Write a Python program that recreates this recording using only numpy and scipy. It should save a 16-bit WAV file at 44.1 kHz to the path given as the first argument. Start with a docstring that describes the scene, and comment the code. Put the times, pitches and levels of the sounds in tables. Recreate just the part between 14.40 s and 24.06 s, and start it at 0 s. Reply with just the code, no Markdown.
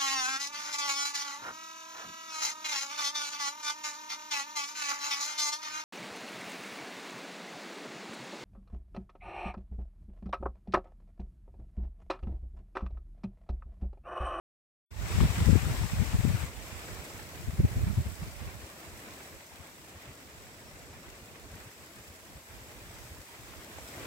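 """Strong wind on a stereo microphone, in a garden of palms and shrubs. Two gusts strike it,
and its two ports rumble and thump each on its own; then the wind eases and starts to build again.
All around, palm leaflets hiss and tick and broad leaves rush; farther off, trees roar.
Close by, a frond whips round in the first gust. Stalks knock twice, and there is one faint peep."""
import sys
import numpy as np
from scipy import signal
from scipy.fft import rfft, irfft, next_fast_len
from scipy.io import wavfile
from scipy.ndimage import uniform_filter1d, map_coordinates

SR = 44100
rng = np.random.default_rng(int(sys.argv[2]) if len(sys.argv) > 2 else 0)


def unload_wav(signal):
    """Save mono or channel-first audio to the path in sys.argv[1] as 16-bit WAV at rate SR, clipped to [-1, 1]."""
    wavfile.write(
        sys.argv[1],
        SR,
        np.round(np.clip(np.atleast_2d(signal).T, -1, 1) * 32767).astype(np.int16),
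    )


N = 426006
TIME = np.arange(N) / SR


def amp(db):
    """Decibels to gain."""
    return 10 ** (np.asarray(db) / 20)


def unit(x):
    """Scale to rms 1."""
    return x / np.sqrt(np.mean(x ** 2) + 1e-20)


def along(points, hz):
    """(Hz, value) points read on a log axis."""
    freqs, values = np.transpose(points)
    return np.interp(np.log(hz + 1), np.log(freqs + 1), values)


def lookup(points, x):
    """(x, value) points joined by straight lines."""
    return np.interp(x, *np.transpose(points))


def bump(centre_s, half_s):
    """A bell curve in time, peaking at 1."""
    return np.exp(-((TIME - centre_s) / half_s) ** 2)


def wobble(rate):
    """A smooth random curve, rate knots a second."""
    return map_coordinates(rng.standard_normal(int(N * rate / SR) + 4), [TIME * rate])


def filtered(x, response):
    """x times a response of frequency."""
    size = next_fast_len(N + SR // 2)
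    return irfft(rfft(x, size) * response(np.fft.rfftfreq(size, 1 / SR)), size)[..., :N]


def coloured(x, spectrum):
    """x shaped by a spectrum, at rms 1."""
    return unit(filtered(x, lambda hz: amp(along(spectrum, hz))))


def panned(db):
    """Left and right gains for a level difference."""
    return amp(np.array([[1], [-1]]) * db / 2)


def patchy(depth_db):
    """Two noises whose level drifts in patches of time and frequency."""
    bands = signal.stft(rng.standard_normal((2, N)), nperseg=512)[2]
    patches = uniform_filter1d(rng.standard_normal(bands.shape[1:]), size=7, axis=0)
    patches = unit(uniform_filter1d(patches, size=14, axis=1))
    return unit(signal.istft(bands * amp(depth_db * patches), nperseg=512)[1][:, :N])


def shared_speckle(pair, depth_db):
    """A fine, random level flicker in narrow bands, the same in both channels."""
    bands = signal.stft(pair, nperseg=1024)[2]
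    flicker = unit(uniform_filter1d(rng.standard_normal(bands.shape[1:]), size=2, axis=0))
    bands *= amp(depth_db * np.minimum(flicker, 2))
    return unit(signal.istft(bands, nperseg=1024)[1][:, :N])


def ticks(per_s, spread_db, t60):
    """Leaflets slap each other: tiny noise bursts of uneven size with a sharp start."""
    size_db = spread_db * np.minimum(rng.exponential(size=N), 4)
    blows = (rng.random(N) < per_s / SR) * amp(size_db)
    decay = amp(-60 * TIME[:SR // 8] / t60)
    power = signal.fftconvolve(blows ** 2, decay ** 2)[:N]
    return unit(np.sqrt(np.abs(power)) * rng.standard_normal((2, N)))


def turbulence(spectrum, even_s):
    """Pressure swings, unrelated at the two ports, of even strength over even_s seconds."""
    pressure = coloured(rng.standard_normal((2, N)), spectrum)
    span = int(even_s * SR)
    power = uniform_filter1d(uniform_filter1d(pressure ** 2, span), span)
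    return unit(pressure / np.sqrt(np.abs(power) + 1e-4))


# Sound from all around the microphone. Each row: frequency in Hz, left-right correlation.
PORT_LIKENESS = [(100, .97), (400, .88), (700, .74), (1000, .42), (1350, -.02), (1750, -.12), (2500, .12),
                 (3000, -.3), (3800, 0)]

def surrounding(pair, spectrum):
    """A diffuse field: long waves are alike at both ports, short ones unrelated."""
    def mid_side_gains(hz):
        angle = np.arccos(along(PORT_LIKENESS, hz)) / 2
        return np.array([np.cos(angle), np.sin(angle)])
    mid, side = filtered(pair, mid_side_gains)
    return coloured(np.array([mid + side, mid - side]), spectrum)


# The ports' unequal treble. Each row: frequency in Hz, left minus right in dB.
PORT_COLOUR = [(2500, 1), (3500, 2.3), (5000, -0.5), (7700, -0.3), (10000, 0.5), (14000, -1)]

def at_the_ports(pair, lag_ms):
    """Sound from one side reaches the left port a little later; each port adds its colour."""
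    lag = lambda hz: np.exp(-1j * np.pi * hz * lag_ms / 1000 * np.array([[1], [-1]]))
    return filtered(pair, lambda hz: lag(hz) * panned(along(PORT_COLOUR, hz)))


# A thin peep. Each row: centre in seconds, level in dB, pitch in Hz, half length in seconds.
PEEPS = [(6.285, -62, 5390, 0.045)]

def bird():
    """One soft, nearly steady whistle, perhaps a distant bird."""
    drift = np.cumsum(12 * wobble(40)) / SR
    return sum(amp(db) * bump(s, half_s) * np.sin(2 * np.pi * (hz * TIME + drift))
               for s, db, hz, half_s in PEEPS)


# Wind out in the garden. Each row: time in seconds, strength in dB.
GARDEN_WIND = [(.51, -65.5), (.6, -54), (.72, -47), (1.05, -46), (1.45, -48.5), (2.03, -49.5), (2.11, -55),
               (2.5, -53), (3.1, -57), (3.4, -55), (4.4, -57.5), (4.85, -57), (5.07, -59.5), (6.5, -60),
               (7.3, -59), (8.05, -59.5), (8.2, -58.5), (9.2, -57), (9.62, -54)]
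# How freely leaves flutter. Each row: wind above a breeze in dB, share of the flutter.
FLUTTER_SHARE = [(0, 1), (4, .35)]

def garden_wind(breeze_db):
    """One wind drives all foliage: leaves flutter in a breeze and stream steadily in a gust."""
    gust_db = lookup(GARDEN_WIND, TIME) - breeze_db
    flutter_db = lookup(FLUTTER_SHARE, gust_db) * (.3 * wobble(14) + .15 * wobble(5))
    return gust_db, flutter_db


# Brief dips of the low end. Each row: centre in seconds, depth in the rumble in dB.
LOW_DIPS = [(.94, 0.5), (1.2, 6), (1.49, 12), (1.56, 5), (1.67, 8), (1.77, 6), (1.82, 6), (3.55, 9),
            (3.75, 12), (3.92, 5), (3.98, 4), (4.13, 3), (5.08, 16), (5.32, 7), (5.45, 7), (6.15, 4),
            (7.33, 13), (7.54, 4), (7.79, 7), (8.05, 14), (8.86, 16), (9.49, 13)]

def lulls():
    """How far the low end dips at each moment, in dB."""
    return sum(db * bump(s, half_s=.041) for s, db in LOW_DIPS)


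# Branches around the microphone. Each row: centre in seconds, change of the leaf rush in dB.
BRANCH_SWEEPS = [(2.22, 0.5), (3.83, 1.5), (4.07, 3), (4.65, 2), (5.19, 1.5), (5.67, 2.3), (6.67, 1.3),
                 (7.16, 1), (7.73, -0.7), (9.6, 2)]

def swishes():
    """Single branches sweep through the leaves and shift their level, in dB."""
    return sum(db * bump(s, half_s=.095) for s, db in BRANCH_SWEEPS)


# Trees from a distance. Each row: frequency in Hz, spectral density in dB.
ROAR_SPECTRUM = [(30, -18), (70, 2.5), (130, 1.5), (220, 0), (320, 0.5), (500, -1.5), (680, -3.5),
                 (880, -15.5), (1400, -15), (3000, -39)]
# The far crowns feel the gusts at other moments. Each row: time in seconds, change of the roar in dB.
FAR_GUSTS = [(.8, -1), (1.4, 0), (2.05, -1.5), (2.5, 1.5), (3.9, 1.6), (4.9, 1.2), (5.1, 0.5), (6.6, 1.9),
             (8.1, 0), (9.15, -0.5), (9.48, 2.5), (9.6, 4.5)]

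def far_trees(gust_db, flutter_db):
    """Distant crowns roar low as the wind goes through them."""
    wind_db = -52.5 + .81 * gust_db + lookup(FAR_GUSTS, TIME)
    sway_db = flutter_db + .4 * wobble(9) + .4 * swishes() - .35 * lulls()
    crowns = shared_speckle(patchy(depth_db=.6), depth_db=2)
    return surrounding(crowns, ROAR_SPECTRUM) * amp(wind_db + sway_db)


# Shrubs around the microphone. Each row: frequency in Hz, spectral density in dB.
RUSH_SPECTRUM = [(250, -29), (600, -3), (1000, -1), (1300, -2), (2000, -0.5), (2550, -3), (3000, -6.5),
                 (4000, -11), (7000, -31)]
# The first gust tosses the shrubs on the left. Each row: time in seconds, left minus right in dB.
RUSH_BALANCE = [(2.03, 3.5), (2.1, -1)]

def leaf_rush(gust_db, flutter_db):
    """Broad leaves rush and flap, fluttering more deeply than narrow leaflets."""
    flaps = ticks(per_s=300, spread_db=2.2, t60=.04)
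    leaves = shared_speckle(patchy(depth_db=.6) + amp(-3.5) * flaps, depth_db=2.8)
    shiver_db = 1.3 * flutter_db + .7 * lookup(FLUTTER_SHARE, gust_db) * wobble(45)
    level_db = -50.5 + 1.077 * gust_db + swishes() + shiver_db - .14 * lulls()
    return surrounding(leaves, RUSH_SPECTRUM) * amp(level_db) * panned(lookup(RUSH_BALANCE, TIME))


# Palms on every side, as the microphone hears them; it lifts the treble near 7.9 kHz. Each row: frequency in
# Hz, spectral density in dB.
HISS_SPECTRUM = [(1500, -9), (2800, -4.5), (3500, -2), (4200, -1.5), (5200, 1), (6300, -0.6), (7200, 1.5),
                 (7900, 3.5), (8400, 0), (9000, -4.5), (10200, -6), (13000, -4), (15800, -6.5)]
# The level of the highest treble, above 8.7 kHz, drifts slowly. Each row: time in seconds, gain in dB.
TREBLE_DRIFT = [(1.3, -1.5), (3.3, 2), (5, 0.9), (6.4, -0.4), (7.8, 1.5), (9.6, 1)]

def palm_hiss(gust_db, flutter_db, treble_hz=8700):
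    """Narrow palm leaflets hiss in the wind and tick against each other."""
    slaps = ticks(per_s=260, spread_db=3.1, t60=.03)
    leaflets = unit(patchy(depth_db=1.1) + amp(-6) * slaps)
    hiss = surrounding(leaflets, HISS_SPECTRUM) * amp(-51 + .97 * gust_db + flutter_db)
    treble = filtered(hiss, lambda hz: hz > treble_hz)
    return hiss + (amp(lookup(TREBLE_DRIFT, TIME)) - 1) * treble


# Frond stalks. Each row: start in seconds, level in dB, pitch in Hz, left minus right in dB.
STALK_KNOCKS = [(0.804, -29.5, 1150, 9), (9.386, -42, 620, 1)]

def stalk_knocks(t60=.017):
    """Stiff stalks clack: a short burst in one broad woody resonance."""
    out = np.zeros((2, N))
    for start, db, hz, side_db in STALK_KNOCKS:
        age = TIME - start
        resonance = lambda f: 1 / (1 + 2j * (f / hz - hz / (f + 1))) ** 2
        wood = unit(filtered(rng.standard_normal(N), resonance))
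        clack = wood * (age > 0) * amp(db - 60 * np.abs(age) / t60)
        out += panned(side_db) * filtered(clack, lambda f: 1 / (1 + (f / (2 * hz)) ** 4))
    return out


# A frond close by, to the left. Each row: centre in seconds, level in dB, half length in seconds.
FROND_WHIPS = [(0.812, -40, 0.012), (0.843, -48, .015), (0.95, -50, .14)]
# Its clatter. Each row: frequency in Hz, spectral density in dB.
CLATTER_SPECTRUM = [(400, -23), (950, 4), (2300, -2), (3700, -1), (5500, -15), (8000, -8), (15000, -27)]

def near_frond():
    """A frond whips round: all its leaflets clatter together in a broad, bright burst."""
    swell = sum(amp(db) * bump(s, half_s) for s, db, half_s in FROND_WHIPS)
    clatter = coloured(ticks(per_s=980, spread_db=1, t60=.014), CLATTER_SPECTRUM)
    return swell * clatter * panned(db=4)


# Air over the microphone: two gusts, then a light draught. Each row: time in seconds, strength in dB.
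MIC_FLOW = [(.52, -50), (.6, -34), (.82, -29), (.95, -33), (1.3, -32), (1.5, -31), (1.95, -35.5),
            (2.12, -51), (2.55, -51), (2.85, -50.5), (3.2, -43.5), (3.48, -31.5), (3.75, -40), (4.08, -49),
            (4.35, -58), (5.6, -66), (7, -59), (8.4, -58.5), (9.66, -59.5)]
# Which port it strikes harder. Each row: time in seconds, left minus right in dB.
FLOW_BALANCE = [(.6, -6), (1.15, 8.5), (2.03, 6.5), (2.2, -17), (3, -1), (3.8, -15), (4.5, -11)]
# Rumble right at the ports. Each row: frequency in Hz, spectral density in dB.
RUMBLE_SPECTRUM = [(15, -50), (30, -15), (50, 2.5), (90, 2.5), (130, -11.5), (180, -17.5), (250, -21.5),
                   (400, -24.5), (800, -53), (2000, -91)]

def port_rumble():
    """Air tumbles over each port in a lumpy rumble; weak flow breaks up into separate puffs."""
    flow_db = lookup(MIC_FLOW, TIME)
    swing_db = np.interp(flow_db, [-52, -32], [7, 4])
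    # the lumps are partly shared by both ports, and dip deeper than they rise
    own = np.array([wobble(27) + wobble(7.2), wobble(27) + wobble(9.9)])
    lumps = np.minimum(unit(wobble(17) + own), .99)
    level_db = flow_db - 2.5 + swing_db * lumps - lulls()
    return turbulence(RUMBLE_SPECTRUM, even_s=.11) * amp(level_db) * panned(lookup(FLOW_BALANCE, TIME))


# Eddies hitting the ports. Each row: centre in seconds, left and right strength in dB.
PORT_EDDIES = [(.569, -53, -36.5), (.612, -49, -34), (.672, -31.5, -46), (.716, -37, -28), (.755, -24, -22),
               (0.786, -16, -26), (.814, -13.5, -36), (.835, -15, -15), (.856, -18, -17),
               (.904, -20.5, -39), (.985, -30, -20), (1.022, -18.5, -17), (1.073, -15, -38),
               (1.088, -10.5, -41), (1.101, -13, -44), (1.131, -11.5, -48), (1.158, -12.5, -42),
               (1.174, -19, -40), (1.233, -25.5, -34), (1.271, -21, -30), (1.308, -27, -23.5),
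               (1.347, -25, -30), (1.416, -23, -47), (1.452, -20.5, -50), (1.534, -48, -20.5),
               (1.574, -43, -23.5), (1.601, -16, -38), (1.624, -16, -45), (1.69, -29, -48),
               (1.749, -17.5, -19.5), (1.797, -17, -27), (1.851, -15.5, -45), (1.877, -16.5, -45),
               (1.909, -20.5, -27), (1.948, -18.5, -27), (2.02, -27, -42), (2.038, -24, -42),
               (2.09, -55, -38), (2.2, -60, -37), (2.335, -46, -34), (2.52, -46, -37), (3.006, -36, -50),
               (3.047, -39, -35), (3.088, -21, -31), (3.14, -30, -34), (3.202, -15.5, -16),
               (3.248, -14.5, -17), (3.323, -32, -31), (3.372, -20.5, -23), (3.437, -24.5, -21.5),
               (3.476, -23, -23), (3.506, -48, -25), (3.539, -54, -27.5), (3.584, -17, -22.5),
               (3.603, -27, -21), (3.668, -24.5, -36), (3.72, -53, -41), (3.828, -32, -27.5),
               (3.876, -34, -48), (4.025, -33, -25), (4.076, -35, -37), (4.186, -44, -45),
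               (4.242, -40, -42), (4.49, -48, -49), (4.528, -49, -50), (5.13, -47, -62), (5.209, -42, -55),
               (5.565, -45.5, -45), (5.689, -44, -44), (5.72, -50, -50), (5.955, -51, -52),
               (6.345, -46, -54), (6.503, -50, -47), (6.83, -49, -48), (7.11, -45, -45), (7.13, -44, -45),
               (7.152, -41, -45), (7.269, -44, -45), (7.6, -52, -49), (7.709, -48, -48), (7.964, -43, -41),
               (8.113, -51, -46), (8.185, -47, -49), (8.221, -44, -46), (8.43, -48, -47), (8.467, -44, -46),
               (8.5, -48, -48), (8.653, -49, -47), (8.717, -42, -41), (8.796, -43, -53), (9.007, -45, -53),
               (9.048, -58, -45), (9.438, -44, -44)]
# Slower eddies take longer to pass. Each row: strength in dB, half length of the thump in seconds.
THUMP_HALF_LENGTH = [(-49, 0.012), (-21, 0.0088), (-9.5, 0.0088)]
# Faster eddies are tighter and slap more. Each row: strength in dB, slap relative to it in dB.
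SLAP_GAIN = [(-40, -34), (-16.5, -20.5), (-15.5, -11.5), (-13, -3.5)]
# In weak wind the soft, dull low thumps sound alike in both channels.
# Each row: flow in dB, share of thump power common to both.
SHARED_THUMP_SHARE = [(-53.5, 0.96), (-43.5, 0.03)]
# A thump at one port, a shared thump and a slap. Each row: frequency in Hz, spectral density in dB.
THUMP_SPECTRUM = [(15, -57), (32, -29), (52, 0.5), (92, 3.5), (150, -3), (215, -12.5), (290, -27),
                  (450, -47), (1500, -81)]
SHARED_THUMP_SPECTRUM = [(20, -30), (40, -2), (70, 4), (100, 1), (150, -11), (260, -24), (600, -60)]
SLAP_SPECTRUM = [(80, -21), (170, 1.5), (250, 4), (400, -14.5), (560, -20.5), (850, -37), (2500, -76)]

def eddy_thumps():
    """Each eddy is a brief low thump; the faster it is, the more it adds a shorter, brighter slap."""
    thump_power, slap_power = np.zeros((2, 2, N))
    for s, left_db, right_db in PORT_EDDIES:
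        strength_db = max(left_db, right_db)
        power = amp([[left_db], [right_db]]) ** 2
        thump_power += power * bump(s, lookup(THUMP_HALF_LENGTH, strength_db))
        slap_power += power * amp(lookup(SLAP_GAIN, strength_db)) ** 2 * bump(s, half_s=.0033)
    own = turbulence(THUMP_SPECTRUM, even_s=.009)
    common = turbulence(SHARED_THUMP_SPECTRUM, even_s=.012)[0]
    share = lookup(SHARED_THUMP_SHARE, lookup(MIC_FLOW, TIME))
    low = np.sqrt(1 - share) * own + np.sqrt(share) * common
    bright = turbulence(SLAP_SPECTRUM, even_s=.005)
    return amp(-2.5) * np.sqrt(thump_power) * low + np.sqrt(slap_power) * bright


def low_cut(x, corner_hz):
    """The microphone does not follow the slowest pressure swings."""
    return filtered(x, lambda hz: 1 / np.sqrt(1 + (corner_hz / (hz + 1)) ** 6))


def scene():
    """The garden all around, and in front of it the wind on the microphone itself."""
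    wind = garden_wind(breeze_db=-55)
    foliage = palm_hiss(*wind) + leaf_rush(*wind) + far_trees(*wind)
    garden = at_the_ports(foliage, lag_ms=.038) + near_frond() + stalk_knocks() + bird()
    return garden + low_cut(port_rumble() + eddy_thumps(), corner_hz=37)


def record(dry):
    """The sound opens quickly after half a second of silence; the highest treble is cut off."""
    start_s, fade_s, top_hz = .505, .0076, 15830
    opening = np.clip((TIME - start_s) / fade_s, 0, 1)
    return filtered(dry * opening, lambda hz: hz < top_hz)


dry = scene()
out = record(dry)
unload_wav(out)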